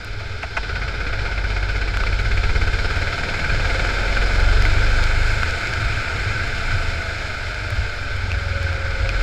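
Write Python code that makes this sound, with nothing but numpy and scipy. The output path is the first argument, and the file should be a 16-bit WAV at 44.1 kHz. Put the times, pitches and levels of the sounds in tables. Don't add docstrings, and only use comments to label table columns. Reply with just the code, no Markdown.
import sys
import numpy as np
from scipy import signal
from scipy.fft import rfft, irfft
from scipy.io import wavfile
from scipy.ndimage import uniform_filter1d

SR = 44100
rng = np.random.default_rng(int(sys.argv[2]) if len(sys.argv) > 2 else 0)


def dump_mix(stems):
    frames = np.atleast_2d(stems).T
    limited = np.clip(frames, -1, 1)
    pcm = np.round(limited * 32767).astype(np.int16)
    wavfile.write(sys.argv[1], SR, pcm)


def invert_db(x):
    u = np.asarray(x, float) / 20
    return 10 ** u


N = 406602
T = np.arange(N) / SR

THROTTLE_S, LIFT_S, REOPEN_S, REOPEN_SHARE = .565, 5, 8.9, 0.56

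# frequency in Hz, nominal width in Hz, relative level in dB.
BODY_MODES = [(191, 164, -1), (326, 163, -3), (444, 132, 1), (548, 105, -1), (689, 92, 2), (876, 133, -1)]
SHELL_MODES = [(1348, 205, -11.5), (1510, 237, -4)]
UPPER_MODES = [(2138, 280, -0.69), (2367, 383, -1.5)]
MID_MODES = [(3068, 233, 0.5), (3573, 460, 0.2), (4177, 540, -0.1), (4973, 854, -2)]


def level(x, db):
    return x * invert_db(db) / np.sqrt(np.mean(x ** 2))


def curves(table):
    s, *columns = np.transpose(table)
    return [np.interp(T, s, c) for c in columns]


def walk(rate):
    k = int(SR / rate)
    held = np.repeat(rng.standard_normal(N // k + 1), k)
    return 0.77 * uniform_filter1d(uniform_filter1d(held, k), k)[:N]


def resonance(x, hz, width):
    b, a = signal.iirpeak(hz, hz / (1.18 * width), fs=SR)
    return signal.lfilter(b, a, signal.lfilter(b, a, x))


def ring(modes, push, flicker_db, rate, blows=0):
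    total = 0
    for hz, width, db in modes:
        force = push * rng.standard_normal(N) + blows
        total = total + invert_db(db + flicker_db * walk(rate)) * resonance(force, hz, width)
    return total


def gusts():
    calm_db = -32
    # time of the peak in seconds, peak level in dB,
    # half length in seconds (where the power has fallen to 1/e).
    gust_rows = [(0.048, -45, 0.08), (1.204, -25, 0.084), (2.3, -27, 0.34), (3.1, -27.5, 0.12),
                 (3.41, -27, 0.12), (4.105, -28.5, 0.5), (4.8, -29, .15), (5.437, -25, .12),
                 (5.85, -24, 0.11), (6.5, -26, 0.46), (7.805, -23.5, 0.053), (8.203, -29, 0.083),
                 (8.598, -30, 0.14), (9.044, -26.5, 0.12)]
    power = invert_db(calm_db) ** 2
    for s, db, half in gust_rows:
        power = power + invert_db(db) ** 2 * np.exp(-((T - s) / half) ** 2)
    return 10 * np.log10(power)


def wind(db):
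    # frequency in Hz, relative spectral level in dB per Hz.
    buffet = [(18, -49), (24, 3.5), (30, -1), (55, -1.5), (85, 2), (105, 1), (122, -7), (150, -19.5),
              (230, -24.5), (330, -49), (700, -120)]
    hz, shape_db = np.transpose(buffet)
    f = np.maximum(np.arange(N // 2 + 1) * SR / N, 1)
    shape = invert_db(np.interp(np.log(f), np.log(hz), shape_db))
    gust = irfft(rfft(rng.standard_normal(N)) * shape, N)
    sway = resonance(rng.standard_normal(N), 10.35, 3.8)
    return level(gust * invert_db(3.4 * walk(12)), 0) * invert_db(db) + level(sway, -32.5)


def ping(modes, rise):
    t = np.arange(500) / SR
    envelope = t / rise * np.exp(1 - t / rise)
    return sum(invert_db(db) * np.sin(2 * np.pi * hz * t) for hz, db in modes) * envelope


def hits():
    # start in seconds, dull ring level in dB,
    # ring frequency in Hz, snap level in dB, bright tick level in dB.
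    strikes = [(1.053, -20, 1530, -38, -57), (1.9715, -12.5, 1510, -23, -34),
               (2.037, -14.5, 1290, -39, -51), (2.9086, -18, 1450, -35, -49), (3.849, -13, 1510, -35, -46),
               (4.1699, -11, 1530, -32, -49), (4.2714, -25, 1360, -36, -45), (4.335, -24, 1540, -28, -45),
               (4.623, -15, 2070, -19, -32), (4.6524, -10, 2170, -26, -33), (4.9024, -38, 1520, -34, -45),
               (5.039, -26, 1490, -18, -34), (5.2504, -28, 1450, -37, -51), (5.4323, -10, 1490, -24, -45),
               (5.493, -29, 1480, -31, -41), (5.5087, -43, 1330, -22, -38), (5.672, -29, 1640, -23, -39),
               (5.7368, -17, 1620, -20, -42), (6.58, -23, 1610, -31, -45), (7.1835, -30, 1530, -29, -51),
               (7.5448, -23, 1550, -29, -50), (7.704, -21, 1570, -36, -31), (7.978, -30, 1380, -37, -52),
               (8.317, -16, 2580, -25, -52), (8.328, -21, 2300, -32, -50), (8.6289, -24, 1580, -28, -36),
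               (8.729, -18.5, 1540, -35, -43), (8.8504, -30, 1540, -37, -51), (8.8817, -26, 1500, -36, -66),
               (9.0915, -15, 2480, -19.5, -53), (9.211, -22, 1600, -36, -44)]
    ringing, snaps, ticks = np.zeros(N + 500), np.zeros(N), np.zeros(N)
    patter = rng.random((900, 2))
    ticks[(patter[:, 0] * N).astype(int)] = invert_db(-62.5 - 4.0 * np.log(1 - patter[:, 1]))
    t = np.arange(500) / SR
    for s, ring_db, hz, snap_db, tick_db in strikes:
        i = int(s * SR)
        tones = np.sin(2 * np.pi * hz * t) + 0.32 * np.sin(2 * np.pi * (3900 - hz) * t)
        ringing[i:i + 500] += invert_db(ring_db) * tones * np.exp(-(t / 0.003) ** 2)
        snaps[i + 20] = invert_db(snap_db)
        ticks[i + 30] = invert_db(tick_db)
    snap = ping([(3300, 1.3), (4600, 3.4)], 0.00017)
    tick = ping([(7600, 1), (10800, -2.5), (13200, -6)], 0.0002)
    return ringing[:N] + signal.fftconvolve(snaps, snap)[:N] + signal.fftconvolve(ticks, tick)[:N]


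def bumps():
    # start in seconds,
    # level in dB (the envelope peaks 6 dB below it), ring frequency in Hz.
    jolts = [(0.099, -16, 45.8), (0.6, -18, 55), (0.439, -18, 65), (5.859, -12, 48.4), (5.969, -14.5, 103),
             (6.258, -13, 101), (6.448, -17, 91.5), (6.729, -11, 102), (7.419, -24, 83.4),
             (7.798, -16, 51.4), (8.339, -11, 53.8), (8.999, -5, 53.3)]
    out, t = np.zeros(N + 6000), np.arange(6000) / SR
    envelope = t / 0.022 * np.exp(1 - t / 0.011)
    for s, db, hz in jolts:
        i = int(s * SR)
        out[i:i + 6000] += invert_db(db) * np.sin(2 * np.pi * hz * t) * envelope
    return out[:N]


def tyres(throb, flutter, blows, load, spray_db):
    # frequency in Hz, nominal width in Hz, relative level in dB.
    top_modes = [(6650, 590, 6.5), (7410, 1170, 5), (8920, 1150, -7), (10950, 2400, -10),
                 (13200, 1800, -35.5)]
    hiss_db = -38 + 0.59 * (spray_db + 51) + 1.77 * load
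    hiss = ring(MID_MODES, invert_db(0.34 * throb + 1.3 * flutter), 0.42, 30, invert_db(-17) * blows)
    spray = ring(top_modes, invert_db(0.28 * throb + 1.0 * flutter), 0.61, 30)
    return level(hiss, 0) * invert_db(hiss_db) + level(spray, 0) * invert_db(spray_db)


def chain(turns, throb):
    teeth_per_cycle = 26
    # time in seconds, level in dB before flicker.
    whine = [(0, -52.5), (2, -50), (2.6, -41.5), (3.3, -52), (3.7, -39), (4.3, -42), (4.7, -53), (5.4, -49),
             (6, -46), (6.8, -41), (7.3, -42.5), (7.8, -43.5), (8.3, -48.5), (8.6, -37), (8.9, -39),
             (9.22, -38)]
    db, = curves(whine)
    wander = .1 * walk(30) + .2 * walk(3) + .05 * throb
    flicker_db = throb + 3.5 * walk(25) + 1.5 * walk(6)
    return np.sqrt(2) * invert_db(db + flicker_db) * np.sin(2 * np.pi * (teeth_per_cycle * turns + wander))


def revs():
    # time in seconds, firing rate in Hz.
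    firing_rate = [(0.0, 16.093), (2.18, 16.013), (2.92, 17.591), (5.17, 25.357), (5.85, 26.261),
                   (6.13, 25.136), (6.67, 25.911), (7.05, 25.365), (7.33, 23.846), (7.8, 23.28),
                   (8.08, 22.387), (8.9, 20.78), (9.22, 20.7)]
    return curves(firing_rate)[0]


def cycle(jitter=0.0073):
    return .89 + np.cumsum(revs()) / SR + jitter * walk(14)


def throttle():
    times = [THROTTLE_S - .03, THROTTLE_S, LIFT_S, LIFT_S + .1, REOPEN_S, REOPEN_S + .3]
    return np.interp(T, times, [0, 1, 1, 0, 0, REOPEN_SHARE])


def throb_depth(load):
    coast_db, load_db, load_db_per_hz = .9, 4, -0.35
    rate = revs()
    return coast_db + load * (load_db + load_db_per_hz * (rate - rate[0]) - coast_db)


def exhaust(turns, throb_db):
    phase = turns % 1
    size = 1 + 0.22 * rng.standard_normal(400)[turns.astype(int)]
    puff = size * np.exp(-(phase / 0.27) ** 4) + 1.5 * (1 - phase) ** 1.4
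    puff = uniform_filter1d(puff, size=110)
    return (puff - puff.mean()) / puff.std() * throb_db


def firings(turns, throb_db):
    return np.diff(np.floor(turns), prepend=0) * np.clip(throb_db - .5, 0, 2) * invert_db(19.5)


def roar(throb, flutter, blows, load, rush_db):
    body_db = rush_db - 5.5 - 2.5 * (T > LIFT_S) * (1 - load)
    rush = ring(SHELL_MODES, invert_db(0.57 * throb + 0.48 * flutter), 0.99, 25, invert_db(-3) * blows)
    upper = ring(UPPER_MODES, invert_db(0.81 * throb + 0.57 * flutter), 1.0, 25, invert_db(-12) * blows)
    body = ring(BODY_MODES, invert_db(0.26 * throb + 1.2 * flutter), 1.0, 20, blows)
    return (level(rush, -1.3) + level(upper, -4.5)) * invert_db(rush_db) + level(body, 0) * invert_db(body_db)


def barks():
    # start in seconds, drive level in dB ahead of the resonances, nominal length in seconds.
    bursts = [(0.198, -21.5, .01), (0.425, -13, 0.014), (0.566, -8, 0.011)]
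    env = np.zeros(SR)
    for s, db, length in bursts:
        t = np.maximum(T[:SR] - s, 0)
        env += invert_db(db) * (1 - np.exp(-t / 0.0021)) * np.exp(-(t / max(1.5 * length, .003)) ** 2)
    gas = env * rng.standard_normal(SR)
    groups = [(13, SHELL_MODES), (5, UPPER_MODES), (-14, MID_MODES), (-7, BODY_MODES[:4]), (6.5, BODY_MODES[4:])]
    bark = np.zeros(SR)
    for group_db, modes in groups:
        for hz, width, db in modes:
            bark += invert_db(group_db + db) * resonance(gas, hz, width)
    return np.pad(bark, (0, N - SR))


def order_levels():
    # time in seconds, rocking at order 1 in dB,
    # crank imbalance at order 2 in dB, firing jolt in dB before the seat.
    shake = [(0.0, -38, -46.0, -65), (0.6, -33, -51, -39.5), (1.0, -44.0, -50, -39),
             (1.55, -40.0, -37, -32.5), (1.95, -36, -28, -36.0), (2.55, -21, -23, -29),
             (3.0, -30, -25.5, -32), (3.27, -30, -46, -34.5), (3.55, -23.5, -23.5, -32),
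             (4.0, -33.5, -22.5, -44), (4.45, -18, -17, -24), (5.25, -17, -23.5, -24.5),
             (5.55, -35, -39, -35), (5.85, -32.5, -39, -52), (6.35, -31, -48, -38),
             (6.75, -21.5, -37.0, -28), (7.15, -37, -41, -32), (7.5, -56, -33, -38.5),
             (8.0, -49, -35, -35.5), (8.3, -39.0, -34, -26), (8.7, -47, -36.5, -26.5),
             (9.22, -30, -18, -36)]
    # frequency in Hz, gain in dB.
    seat = [(48, 11.5), (54, -2), (63, -3.5), (72, -4), (86, 1.5), (97, -2.5), (106, -8), (118, -20),
            (150, -20)]
    rock_db, crank_db, jolt_db = curves(shake)
    hz, db = np.transpose(seat)
    jolts = [jolt_db + np.interp(np.log(k * revs()), np.log(hz), db) for k in range(3, 7)]
    return [rock_db, crank_db] + jolts


def orders(turns, levels_db, throb_db):
    lead, trail, jolt = .13, .2, .26
    rate = np.gradient(uniform_filter1d(turns, size=8000)) * SR
    slow = np.clip((21.5 - rate) / 4, 0, 1)
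    low = 0
    for k, db in enumerate(levels_db, start=1):
        if k == 1:
            shift = -trail
        elif k == 2:
            shift = slow / 4
        else:
            shift = slow * ((1.1 - jolt * k) % 1 - .6)
        wave = np.cos(2 * np.pi * (k * (turns + lead) + shift))
        low = low + np.sqrt(2) * invert_db(db + 1.3 * walk(11)) * wave
    high = 0
    for k in range(7, 13):
        wave = np.cos(2 * np.pi * (k * turns + k * k / 40))
        high = high + invert_db(-34.0 - 2.52 * k + 8.3 * walk(7.2)) * wave
    pull = np.interp(T, [THROTTLE_S, THROTTLE_S + .03], [.3, 1])
    return pull * (low + np.clip(throb_db - .5, 0, 2) * high)


def scene():
    # time in seconds, exhaust roar reference level in dB, wet road noise level in dB.
    drive = [(0, -36.5, -60), (.5, -36, -57.5), (.7, -31.5, -57), (1.3, -30, -56), (2.0, -30, -53.5),
             (2.7, -29, -50.5), (3.0, -27.5, -50), (3.6, -26, -48), (4.4, -26, -47.5), (5.3, -25.5, -46),
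             (6.0, -26.5, -48.5), (6.8, -27, -48.3), (7.4, -29.5, -51), (8.0, -30.5, -53), (8.9, -30, -54),
             (9.22, -28.5, -51.5)]
    rush_db, spray_db = curves(drive)
    load = throttle()
    throb_db = throb_depth(load)
    turns = cycle()
    throb = exhaust(turns, np.clip(throb_db, 0, 6))
    blows = firings(turns, throb_db)
    flutter = 0.74 * walk(60) + 0.31 * walk(9)
    background = wind(gusts()) + hits() + bumps() + tyres(throb, flutter, blows, load, spray_db)
    engine = roar(throb, flutter, blows, load, rush_db) + barks() + orders(turns, order_levels(), throb_db)
    return (background + chain(turns, throb) + engine)[None]


def roll_off(x):
    return signal.sosfilt(signal.butter(12, 15700, fs=SR, output="sos"), x)


def record(dry):
    low_pass = signal.ellip(8, .2, 70, 15700, fs=SR, output="sos")
    return roll_off(signal.sosfilt(low_pass, dry))


dry = scene()
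out = record(dry)
dump_mix(out)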